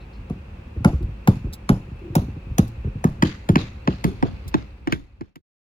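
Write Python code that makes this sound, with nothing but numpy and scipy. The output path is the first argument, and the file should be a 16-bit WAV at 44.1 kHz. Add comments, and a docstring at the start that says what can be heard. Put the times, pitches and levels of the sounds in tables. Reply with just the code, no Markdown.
"""Hammering on a roof deck

After one soft, low footfall, hard blows land on wooden roof sheathing in two steady, overlapping rhythms, as of
two people hammering. Each blow is a noise-burst crack through the air, a resonant bending wave whose bass arrives
last, then the ring of the hollow roof. Feet thump and scuff (shaped bursts), boards creak (rough bursts through a
resonance), a sleeve rustles (grainy noise), the yard echoes (decaying noise and slaps), and two faint chirps sound.
Low rumble, breeze and far insects are coloured noise, and all fades out at the end."""
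import sys
import numpy as np
from scipy import signal
from scipy.fft import rfft, irfft, next_fast_len
from scipy.io import wavfile
from scipy.ndimage import uniform_filter1d, map_coordinates

SR = 44100
rng = np.random.default_rng(int(sys.argv[2]) if len(sys.argv) > 2 else 0)


def unload_audio(sound):
    """Save the sound as a 16-bit wav file, at the path given as the first command line argument."""
    columns = np.transpose(np.atleast_2d(sound))
    # keep every value between -1 and 1, then stretch to whole-number steps
    steps = np.round(np.clip(columns, -1, 1) * 32767)
    wavfile.write(sys.argv[1], SR, steps.astype(np.int16))


N = 251408

# single sounds are built as spectra on this grid; all source levels stand ahead of the final level curve
SIZE = 32768  # samples
HZ = np.fft.rfftfreq(SIZE, 1 / SR)
AGE = np.arange(SIZE) / SR  # seconds

# a harder contact lifts the treble: (frequency [Hz], share of the hardness [ratio])
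HARDNESS_TILT = [(200, 0.23), (900, 0.76), (2300, 0.97)]


def amp(db):
    """Decibels to gain."""
    return 10 ** (np.asarray(db) / 20)


def unit(x):
    """Scaled to rms 1."""
    return x / np.sqrt(np.mean(x ** 2) + 1e-20)


def along(points, hz):
    """Curve through (frequency, value) points on a log frequency axis."""
    f, v = np.transpose(points)
    return np.interp(np.log(hz + 1), np.log(f + 1), v)


def curves(rows):
    """One value per sample for each column after the time."""
    s, *cols = np.transpose(rows)
    return [np.interp(np.arange(N) / SR, s, c) for c in cols]


def wobble(rate):
    """A smooth random curve, rate knots a second."""
    return map_coordinates(rng.standard_normal(int(N * rate / SR) + 4), [np.arange(N) * rate / SR])


def filtered(x, response):
    """x shaped by a response given as a function of frequency."""
    m = next_fast_len(N + SR // 2)
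    return irfft(rfft(x, m) * response(np.fft.rfftfreq(m, 1 / SR)), m)[..., :N]


def noise(spectrum, channels):
    """Coloured noise of rms 1."""
    return unit(filtered(rng.standard_normal((channels, N)), lambda hz: amp(along(spectrum, hz))))


def below(corner_hz, order=4):
    """Share of the power that lies under a crossover."""
    return 1 / (1 + (HZ / corner_hz) ** order)


def later(seconds):
    """A pure delay."""
    return np.exp(-2j * np.pi * HZ * seconds)


def mode(centre_hz, width):
    """A damped resonance of gain 1; its width is a share of its frequency."""
    damping = 1j * HZ * centre_hz * width
    return damping / (centre_hz ** 2 - HZ ** 2 + damping)


def bending(travel, rafter_s=0):
    """Bending waves speed up as the root of frequency, so bass comes last; rafters hold it back further."""
    deck_turns = 2 * travel * np.sqrt(200 * HZ)
    rafter_turns = rafter_s * 100 ** 2 / np.maximum(HZ, 35)
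    return -1j * np.exp(2j * np.pi * (rafter_turns - deck_turns))


def burst(rise, t60):
    """Spectrum of a noise burst of energy 1."""
    x = rng.standard_normal(SIZE) * (1 - np.exp(-AGE / rise)) * amp(-60 * AGE / t60)
    return rfft(x / np.linalg.norm(x))


def swell(rise_s, fall_s):
    """Spectrum of a noise burst of energy 1 that builds up to time zero and dies away."""
    t = (AGE + .02) % (SIZE / SR) - .02  # the last 20 ms of the grid stand for negative time
    x = rng.standard_normal(SIZE) * np.exp(-np.logaddexp(-t / rise_s, t / fall_s))
    return rfft(x / np.linalg.norm(x))


def tail(t60s, rise, patchy_db):
    """Spectrum of a diffuse, patchy tail of energy 1; each frequency dies at its own speed."""
    hz, t, z = signal.stft(rng.standard_normal(SIZE), SR, nperseg=256)
    t60 = along(t60s, hz)[:, None]
    patches = uniform_filter1d(rng.standard_normal(z.shape), size=3, axis=0)
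    patches = unit(uniform_filter1d(patches, size=5, axis=1))
    decay = amp(patchy_db * patches - 60 * t / t60) / np.sqrt(t60)
    x = signal.istft(z * decay, SR, nperseg=256)[1][:SIZE]
    x = x * (1 - np.exp(-(AGE / rise) ** 2))
    return rfft(x / np.linalg.norm(x))


def coarse(spectrum, rough_db, clump_s):
    """The same sound broken into short clumps of random strength, at equal energy."""
    x = irfft(spectrum)
    knots = rng.standard_normal(SIZE // 8)
    lumpy = x * amp(rough_db * map_coordinates(knots, [AGE / clump_s], order=1, mode="wrap"))
    return rfft(lumpy * np.linalg.norm(x) / np.linalg.norm(lumpy))


def peaking(spectrum, db):
    """A sound scaled to a peak level."""
    return amp(db) * spectrum / np.abs(irfft(spectrum)).max()


def ports(s, knock_db=1.5, crack_db=-2.5, bass_hz=255, treble_hz=463):
    """Left and right responses: the right side hears the sound later, by a lag that drifts with time."""
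    # (time [s], treble lag of the right side [s], bass lag of the right side [s])
    lags = [(.85, .00021, 0), (2.6, 0.000361, 0), (3.899, 0.00042, 0.00034), (4.23, 0.00039, 0.0028),
            (4.54, .00042, 0.0027), (4.9, 0.00043, 0.0029)]
    times, treble_lags, bass_lags = np.transpose(lags)
    thud = below(bass_hz, order=8) * (1 - below(125, order=6))
    lag = thud * np.interp(s, times, bass_lags) + (1 - below(treble_hz)) * np.interp(s, times, treble_lags)
    # positive decibels lean to the left
    lean = along([(250, 0.0043), (650, knock_db), (1200, 0.0034), (4000, crack_db), (10000, 0.00068)], HZ)
    side = np.array([[1], [-1]])
    return amp(side * lean) * np.exp(1j * np.pi * HZ * lag * side)


def add(track, s, spectrum):
    """Mixes a sound, given as a spectrum, in at time s, with room for what comes just before it."""
    lead = min(1024, max(round(s * SR), 0))
    x = np.roll(irfft(spectrum), lead, axis=-1)
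    x = x * np.minimum((np.arange(SIZE) + 1) / (lead / 2 + 1), 1)
    start = max(round(s * SR) - lead, 0)
    track[:, start:start + SIZE] += x[..., :N - start]


def blows():
    """Each contact force drives crack, board knock, bending wave, roof ring and yard echo together."""
    # the first, soft low thud is a footfall, played with the slow hammer's colour; the rest are hammer blows
    # (time [s], whose colour and rhythm, strength [dB], hardness of the contact [dB], metallic tick [dB],
    #  woody knock [dB], pitch of the struck sheet [Hz], travel time through the deck at 200 Hz [s],
    #  extra delay at 100 Hz from crossing rafters [s], echo in the yard [dB],
    #  pitch of the rafter bay [Hz], its knock [dB], ring of the nail in the wood [Hz], its level [dB])
    impacts = [(0.298, "slow", -23.5, -19.5, 3, 7, 724, 0.012, 0.0033, -9.5, 470, 0.5, 1430, -16),
               (0.846, "slow", -16.5, 0, 0, 11, 857, 0.013, 0.0011, -13, 190, -1, 1400, -1),
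               (1.274, "slow", -14.5, 0, 1, 3.5, 878, 0.014, 0.0012, -15.5, 480, 1.5, 1420, -21),
               (1.691, "slow", -16, 2.5, -1, 5, 837, 0.012, 0.0012, -19, 450, -15, 1450, -7),
               (2.153, "slow", -18, 0, 12, 9.5, 914, 0.015, .001, -15.5, 280, -7, 3900, 0),
               (2.582, "slow", -15.5, 0.5, 7, 2.5, 791, 0.014, 0.0011, -18.5, 245, -10, 3820, -1.5),
               (3.041, "slow", -18.5, -3, 2, 7.5, 797, 0.014, 0.00071, -15, 380, 9, 1160, -1),
               (3.223, "quick", -20, 6, 3.5, -5, 772, 0.01, 0.0046, -10.5, 290, -3.5, 1930, -18),
               (3.489, "slow", -17, -0.5, -5.5, 2, 890, 0.012, .001, -18.5, 420, 3.5, 2190, -9),
               (3.556, "quick", -19, 2.5, -2, -2.5, 765, 0.0091, 0.0063, -11.5, 280, -1, 2530, -2.5),
               (3.874, "quick", -19, -4, -10.5, 2.5, 843, 0.01, 0.0088, -14.5, 300, -4.5, 2920, -3),
               (4.041, "slow", -20, 4.5, -3, 0.5, 1067, .012, 0.0016, -15.5, 430, -3, 2260, -5),
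               (4.225, "quick", -19, -9.5, -1, 7, 766, 0.0069, .015, -14, 275, 0, 2270, -7),
               (4.541, "quick", -21.5, -2.5, -1, 2, 844, 0.0061, 0.022, -16.5, 320, 1, 2550, -2.5),
               (4.872, "quick", -19.5, -2.5, -2, 0.5, 725, 0.0042, 0.024, -12.5, 315, 2.5, 1936, -6.5),
               (4.923, "slow", -21, 19, -15, -10, 960, 0.0071, 0.0095, -24, 434, 2, 2240, 3.5),
               (5.209, "quick", -20, -6, -3.5, -3, 810, 0.0051, 0.015, -16.5, 355, 8.5, 1619, -5),
               (5.357, "slow", -12.5, 10.5, -4.5, -7, 920, .009, 0.011, -22, 350, -13, 2197, -1)]
    # overall colour of a blow as heard, before the pitch shift: (frequency [Hz], level [dB])
    blow_colour = [(30, 35), (60, 40.5), (110, 49), (170, 58), (270, 51.5), (450, 44.5), (750, 42),
                   (1200, 45), (2300, 37), (4500, 39), (7000, 43.5), (8700, 27.5), (10000, 41),
                   (12000, 38.5), (13400, 27.5), (15000, 33.5), (16200, 27)]
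    # steel on the nail head lifts the very top: (frequency [Hz], share of the tick [ratio])
    tick_tilt = [(2500, 0.0034), (5500, 0.32), (11000, 0.88)]
    out = np.zeros((2, N))
    for (s, hammer, db, hardness_db, tick_db, knock_db, sheet_hz, travel, rafter_s, echo_db,
         bay_hz, bay_db, nail_hz, nail_db) in impacts:
        # the farther the wave runs through the deck, the lower its thud
        thud_hz = 183.6 * (0.012 / travel) ** 0.25
        shift = (thud_hz / 200) ** below(550)
        force = amp(db + contact(hammer, knock_db, hardness_db) + along(blow_colour, HZ / shift))
        path = bending(travel, rafter_s)
        wave = span_and_bay(thud_hz, bay_hz, bay_db) * path
        near = wave + board(hammer, sheet_hz, travel) + clatter() + crack(hammer) + roof_ring(hammer, path)
        # the metallic tick is heard close by but does not carry into the yard
        near = amp(tick_db * along(tick_tilt, HZ)) * near
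        echo = yard(hammer, echo_db, hardness_db)
        add(out, s, force * nail(nail_hz, nail_db) * (ports(s) * near + echo))
    return out


def contact(hammer, knock_db, hardness_db):
    """Colour in dB of one contact: a hard one keeps more treble, a woody one swells the middle."""
    # each hammer's own colour: (frequency [Hz], level [dB])
    hammer_colour = {"slow": [(200, -1.5), (800, -16.5), (2300, -23.5), (5500, -34.5), (11000, -31)],
                     "quick": [(200, -2.2), (800, -10), (2300, -15), (5500, -30), (11000, -39)]}
    # (frequency [Hz], share of the knock level [ratio])
    knock_band = [(330, 0.043), (750, 1), (1300, 0.28), (1900, 0)]
    woody = knock_db * along(knock_band, HZ)
    return along(hammer_colour[hammer], HZ) + woody + hardness_db * along(HARDNESS_TILT, HZ)


def crack(hammer):
    """The wood gives at the impact in a few close contacts, heard straight through the air."""
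    # contacts within one blow: (delay [s], level [dB])
    close_contacts = {"slow": [(.0014, -0.5), (.0045, -12), (.0105, -13.5)], "quick": [(.0019, -1),
                      (.0135, -14)]}
    crunch = sum(amp(db) * swell(rise_s=.0008, fall_s=.0015) * later(delay)
                 for delay, db in close_contacts[hammer])
    return amp(-1.0) * np.sqrt(1 - below(1300)) * crunch


def nail(nail_hz, nail_db):
    """The nail rings in the wood in two modes that colour the whole blow."""
    width = 0.17
    upper = amp(-0.5) * mode(1.5 * nail_hz, width)
    return 1 + amp(nail_db) * (mode(nail_hz, width) + upper)


def board(hammer, sheet_hz, travel):
    """The struck sheet's modes speak first: the knock travels only part of the way in the wood."""
    # modes of the sheet: (multiple of the sheet's pitch [ratio], width [share of the mode's pitch], level [dB])
    sheet_modes = {"slow": [(.65, 0.062, 1), (.85, 0.058, 0), (1, 0.04, 4), (1.6, 0.027, 3.5),
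                   (2.05, 0.23, -2.5), (2.6, 0.063, 2), (5.8, .06, 0.5)], "quick": [(.76, 0.095, -6),
                   (1, 0.043, 6), (1.25, 0.1, 5), (2.05, 0.052, 1.5), (2.5, 0.1, 3.5), (3.1, 0.04, 2),
                   (4.05, 0.032, 2), (6.4, .05, 3.5)]}
    sheet = 0
    for k, (multiple, width, level) in enumerate(sheet_modes[hammer]):
        gain = amp(level + rng.normal(0, 1.5))
        sheet = sheet + (-1) ** k * gain * mode(multiple * sheet_hz, width)
    return sheet * np.sqrt(1 - below(600, order=8)) * bending(0.2743 * travel) * later(0.000683)


def clatter():
    """A clumpy noise burst in the middle of the spectrum rattles along with the blow."""
    rattle = coarse(burst(rise=0.0015, t60=0.05), rough_db=6, clump_s=.003)
    return amp(-5.5) * np.sqrt(below(3500) * (1 - below(530, order=8))) * rattle


def span_and_bay(thud_hz, bay_hz, bay_db):
    """The span between two rafters rings a few cycles, and the bay under the impact adds a hollow knock."""
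    span = amp(-3.5) + amp(-14.0) * mode(1.44 * thud_hz, width=0.27)
    bay = 1 + amp(bay_db) * mode(bay_hz, width=.2)
    return span * bay * np.sqrt(below(385, order=6))


def roof_ring(hammer, path):
    """Waves thrown back by rafters and sheet edges blur into a hollow ring."""
    # colour of the blur: (frequency [Hz], level [dB])
    blur_colour = [(40, 12.5), (60, 7.5), (85, 13.5), (120, 8), (190, -2), (300, 11), (500, 5.5), (900, 5),
                   (2000, -3), (10000, -3.5)]
    # its decay: (frequency [Hz], T60 [s])
    blur_t60 = [(50, 0.18), (130, 0.39), (350, 0.16), (900, 0.25), (2500, .12), (10000, 0.3)]
    # rafter bays: (frequency [Hz], width [share of the frequency], level [dB])
    bay_modes = [(53.7, 0.27, -3), (114.2, 0.026, -6.5), (188.6, 0.054, -7.5), (245.8, 0.065, -11),
                 (355, 0.067, -9), (417.4, 0.047, -8.5)]
    # hammer: ring level [dB]
    ring_db = {"slow": -13, "quick": -13.5}
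    bays = 0
    for hz, width, level in bay_modes:
        gain = amp(level + rng.normal(0, 1.5)) * rng.choice([-1, 1])
        bays = bays + gain * mode(hz, width)
    blur = amp(along(blur_colour, HZ) - 2.5) * tail(blur_t60, rise=0.0024, patchy_db=2.5)
    return amp(ring_db[hammer]) * path * (blur + amp(15) * bays) * later(.002)


def yard(hammer, echo_db, hardness_db):
    """Left and right answer of the yard: a grainy, banded wash, a lingering far echo, and slaps off walls."""
    # (frequency [Hz], level [dB])
    echo_colour = [(100, -60), (400, -2.5), (900, -7), (1800, 0), (4500, 9), (7000, 0), (11000, -1.5),
                   (16000, -6)]
    # (frequency [Hz], T60 [s])
    wash_t60 = [(300, 0.17), (2000, 0.42), (4400, 0.28), (7000, .48), (10000, 0.3)]
    # hammer: time before the wash and far echo begin [s]
    echo_delay = {"slow": 0.0044, "quick": 0.016}
    # hammer: time the wash takes to build [s]
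    echo_swell = {"slow": .005, "quick": .014}
    # single slaps off walls: (delay [s], level [dB])
    walls = {"slow": [(.026, -16.5), (.09, -23)], "quick": [(.026, -12), (.035, -11.5), (.049, -26),
             (.128, -20)]}
    # bands that linger among far buildings and trees: (frequency [Hz], level [dB])
    far_bands = [(2050, -5.5), (4250, -6)]
    # (frequency [Hz], T60 [s])
    far_t60 = [(2000, 1), (4300, 0.72)]
    wash = np.array([coarse(tail(wash_t60, rise=echo_swell[hammer], patchy_db=2.5), rough_db=3.6, clump_s=.0025)
                     for side in range(2)])
    slaps = sum(amp(db) * swell(rise_s=.0008, fall_s=0.0018) * later(delay) for delay, db in walls[hammer])
    dull_slaps = np.sqrt(below(4000)) * slaps
    # random peaks and dips, one knot every 300 Hz
    bands = amp(1.6 * map_coordinates(rng.standard_normal(SIZE // 64), [HZ / 300]))
    far_colour = sum(amp(db) * mode(hz, width=0.18) ** 2 for hz, db in far_bands)
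    far = far_colour * np.array([tail(far_t60, rise=0.034, patchy_db=4.5) for side in range(2)])
    answer = bands * (wash + far) * later(echo_delay[hammer]) + dull_slaps
    # a share of the hardness stays in the direct sound, so the echoes are more alike than the blows
    alike_db = 0.13 * hardness_db * along(HARDNESS_TILT, HZ)
    return amp(echo_db + along(echo_colour, HZ) - alike_db) * answer


def steps():
    """A heel knocks on the board, then the sole loads the span, which booms at its own pitch."""
    # (time [s], thump peak [dB], pitch of the thump [Hz], heel knock peak [dB], pitch of the knock [Hz])
    footfalls = [(.755, -26, 59, -36, 318.5), (0.794, -26.5, 99, -42, 228), (.922, -19, 72.5, -31, 300),
                 (0.997, -25.5, 55, -37.5, 260), (1.02, -22.5, 58, -42, 330), (1.073, -30, 89.5, -45, 253),
                 (1.433, -24, 78, -35, 206), (1.459, -29.5, 61.4, -33, 283), (1.906, -34, 122, -43.5, 267),
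                 (2.091, -29, 95, -40.5, 296), (2.214, -29.5, 58, -32.5, 259), (2.272, -29, 88, -33.5, 240),
                 (2.355, -33, 136, -39.5, 287), (2.458, -32.5, 46.3, -43.5, 253),
                 (2.501, -27.5, 77.4, -42, 200), (2.837, -23, 87, -35.5, 397), (2.861, -27, 88, -33.5, 277),
                 (2.943, -27, 105, -39, 193), (4.447, -32.5, 90, -48.5, 250)]
    # a soft sole's push: (frequency [Hz], level [dB])
    sole_colour = [(22, -28.5), (38, 2), (55, 5), (130, 0.5), (220, -4), (450, -24), (1500, -53),
                   (5000, -81.5)]
    # a heel's knock: (frequency [Hz], level [dB])
    heel_colour = [(90, -20), (200, 9.5), (450, -0.5), (700, -16.5), (1400, -17.5), (3500, -43.5),
                   (9000, -60)]
    path = bending(0.014)  # travel time through the deck at 200 Hz, s
    heel_width = 0.2
    out = np.zeros((2, N))
    for s, thump_db, thump_hz, heel_db, heel_hz in footfalls + shuffles():
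        # the span keeps moving while the weight rolls over the foot
        roll = 1 + amp(-4) * burst(rise=0.011, t60=0.16)
        thump = amp(along(sole_colour, HZ)) * mode(thump_hz, width=0.7) * roll
        rattle = amp(-7) * burst(rise=.002, t60=0.12)
        knock = mode(heel_hz, heel_width) - amp(-4.0) * mode(1.5 * heel_hz, heel_width)
        heel = amp(along(heel_colour, HZ)) * (knock + rattle)
        footfall = peaking(thump * path, thump_db) + peaking(heel * path, heel_db)
        add(out, s, footfall * ports(s))
    return out


def shuffles():
    """Small shifts of weight: faint footfalls at chance moments, as rows like the footfalls of steps()."""
    per_s, middle_db, spread_db, heel_db = 3.1, -36.5, 2.5, -13.5  # the heel is relative to the thump
    chance = rng.random((int(per_s * N / SR), 3))
    rows = []
    for k, (when, weight, place) in enumerate(chance):
        db = middle_db + spread_db * (2 * weight - 1)
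        rows.append(((k + when) / per_s, db, 55 * 2 ** place, db + heel_db, 200 * 2 ** place))
    return rows


def creaks():
    """A loaded or jolted board slips on its nails in rough clumps and groans at one pitch."""
    # (time [s], pitch [Hz], peak level [dB])
    groans = [(2.012, 343, -37), (2.1, 350, -40), (1, 318, -37.5), (2.842, 1400, -49), (4.052, 380, -31)]
    out = np.zeros((2, N))
    for s, hz, db in groans:
        slips = coarse(burst(rise=.01, t60=0.17), rough_db=10.5, clump_s=0.0047)
        add(out, s, peaking(slips * mode(hz, width=0.18) ** 2, db) * ports(s))
    return out


def scuffs():
    """Grit ticks and scrapes on the boards in short noise bursts."""
    # (time [s], level before the lift and colour below [dB])
    scrapes = [(1.0264, -51.5), (1.527, -41), (1.533, -31.5), (1.539, -35.5), (2.678, -45.5), (4.479, -35)]
    # (frequency [Hz], level [dB])
    grit_colour = [(1000, -4.5), (2800, -17), (3800, 5), (7000, -4.5), (11000, 0), (16000, -1.5)]
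    out = np.zeros((2, N))
    for s, db in scrapes:
        grit = amp(db + 16.0 + along(grit_colour, HZ)) * burst(rise=0.00038, t60=0.052)
        add(out, s, grit * ports(s))
    return out


def sleeve():
    """Cloth rubs close by in short grainy strokes as an arm passes."""
    # (time [s], level [dB])
    rustle = [(3.7, -81.5), (3.95, -63), (4.15, -64.5), (4.4, -66.5), (4.7, -70.5), (5.15, -70)]
    # (frequency [Hz], level [dB])
    cloth_colour = [(600, -23.5), (1500, -2), (2150, 10), (2700, 2), (3300, 2.5), (3800, 2), (4500, 4),
                    (5300, -5), (6200, -12), (9000, -22.5), (16000, -27.5)]
    strokes_and_grain = amp(2 * wobble(54) + 3 * wobble(440))
    rubbing = unit(strokes_and_grain * noise(cloth_colour, channels=2))
    return amp(curves(rustle)[0]) * rubbing


def bird():
    """Two faint far chirps: a narrow resonance on soft noise, blurred by the trees."""
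    # (time [s], pitch [Hz], peak level before the lift below [dB])
    chirps = [(.0, 4030, -64.5), (0.126, 4360, -64)]
    out = np.zeros((2, N))
    for s, hz, db in chirps:
        add(out, s, peaking(mode(hz, width=0.2) ** 2 * burst(rise=0.0205, t60=0.16), db + 5.5))
    return out


def outdoors():
    """Noise in three bands: a low uneven rumble, breeze in the trees and far insects."""
    # (frequency [Hz], level [dB])
    rumble_colour = [(15, -39), (28, -12.5), (40, -0.5), (58, 4.5), (100, -4.5), (160, -13.5), (210, -8.5),
                     (280, -20), (350, -17.5), (550, -31.5), (900, -64)]
    # breeze in the trees: (frequency [Hz], level [dB])
    air_colour = [(240, -22), (400, -3.5), (545, 6.5), (598, -3.5), (814, -0.5), (1930, -9), (2590, -7),
                  (3160, -15), (4440, -21), (5600, -26), (11800, -38), (13300, -44), (16000, -35)]
    # (frequency [Hz], level [dB])
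    insect_colour = [(1800, -58), (2350, -7), (2680, -2), (2800, -13.5), (2950, -24), (3500, -55)]
    rumble = amp(-44.5 + 0.24 * wobble(2.3)) * noise(rumble_colour, channels=1)
    air = amp(-58 + 0.16 * wobble(14.0)) * noise(air_colour, channels=2)
    insects = amp(-68 + 2.7 * wobble(40)) * noise(insect_colour, channels=2)
    return rumble + air + insects


def scene():
    """Work on the roof, in the open air."""
    return blows() + steps() + creaks() + scuffs() + sleeve() + bird() + outdoors()


def record(dry):
    """Peaks are rounded off, the sound fades out, and nothing is kept above the band limit."""
    # final level curve; the first level holds until its time: (time [s], level [dB])
    fade = [(4.55, 6.5), (4.85, 0), (5.0, -4.5), (5.2, -8.5), (5.3, -14.5), (5.365, -30), (5.41, -41.5),
            (5.44, -140)]
    top_hz = 16400
    rounded = dry / (1 + np.abs(dry / .95) ** 8) ** (1 / 8)
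    return filtered(rounded * amp(curves(fade)[0]), lambda hz: hz < top_hz)


dry = scene()
out = record(dry)
unload_audio(out)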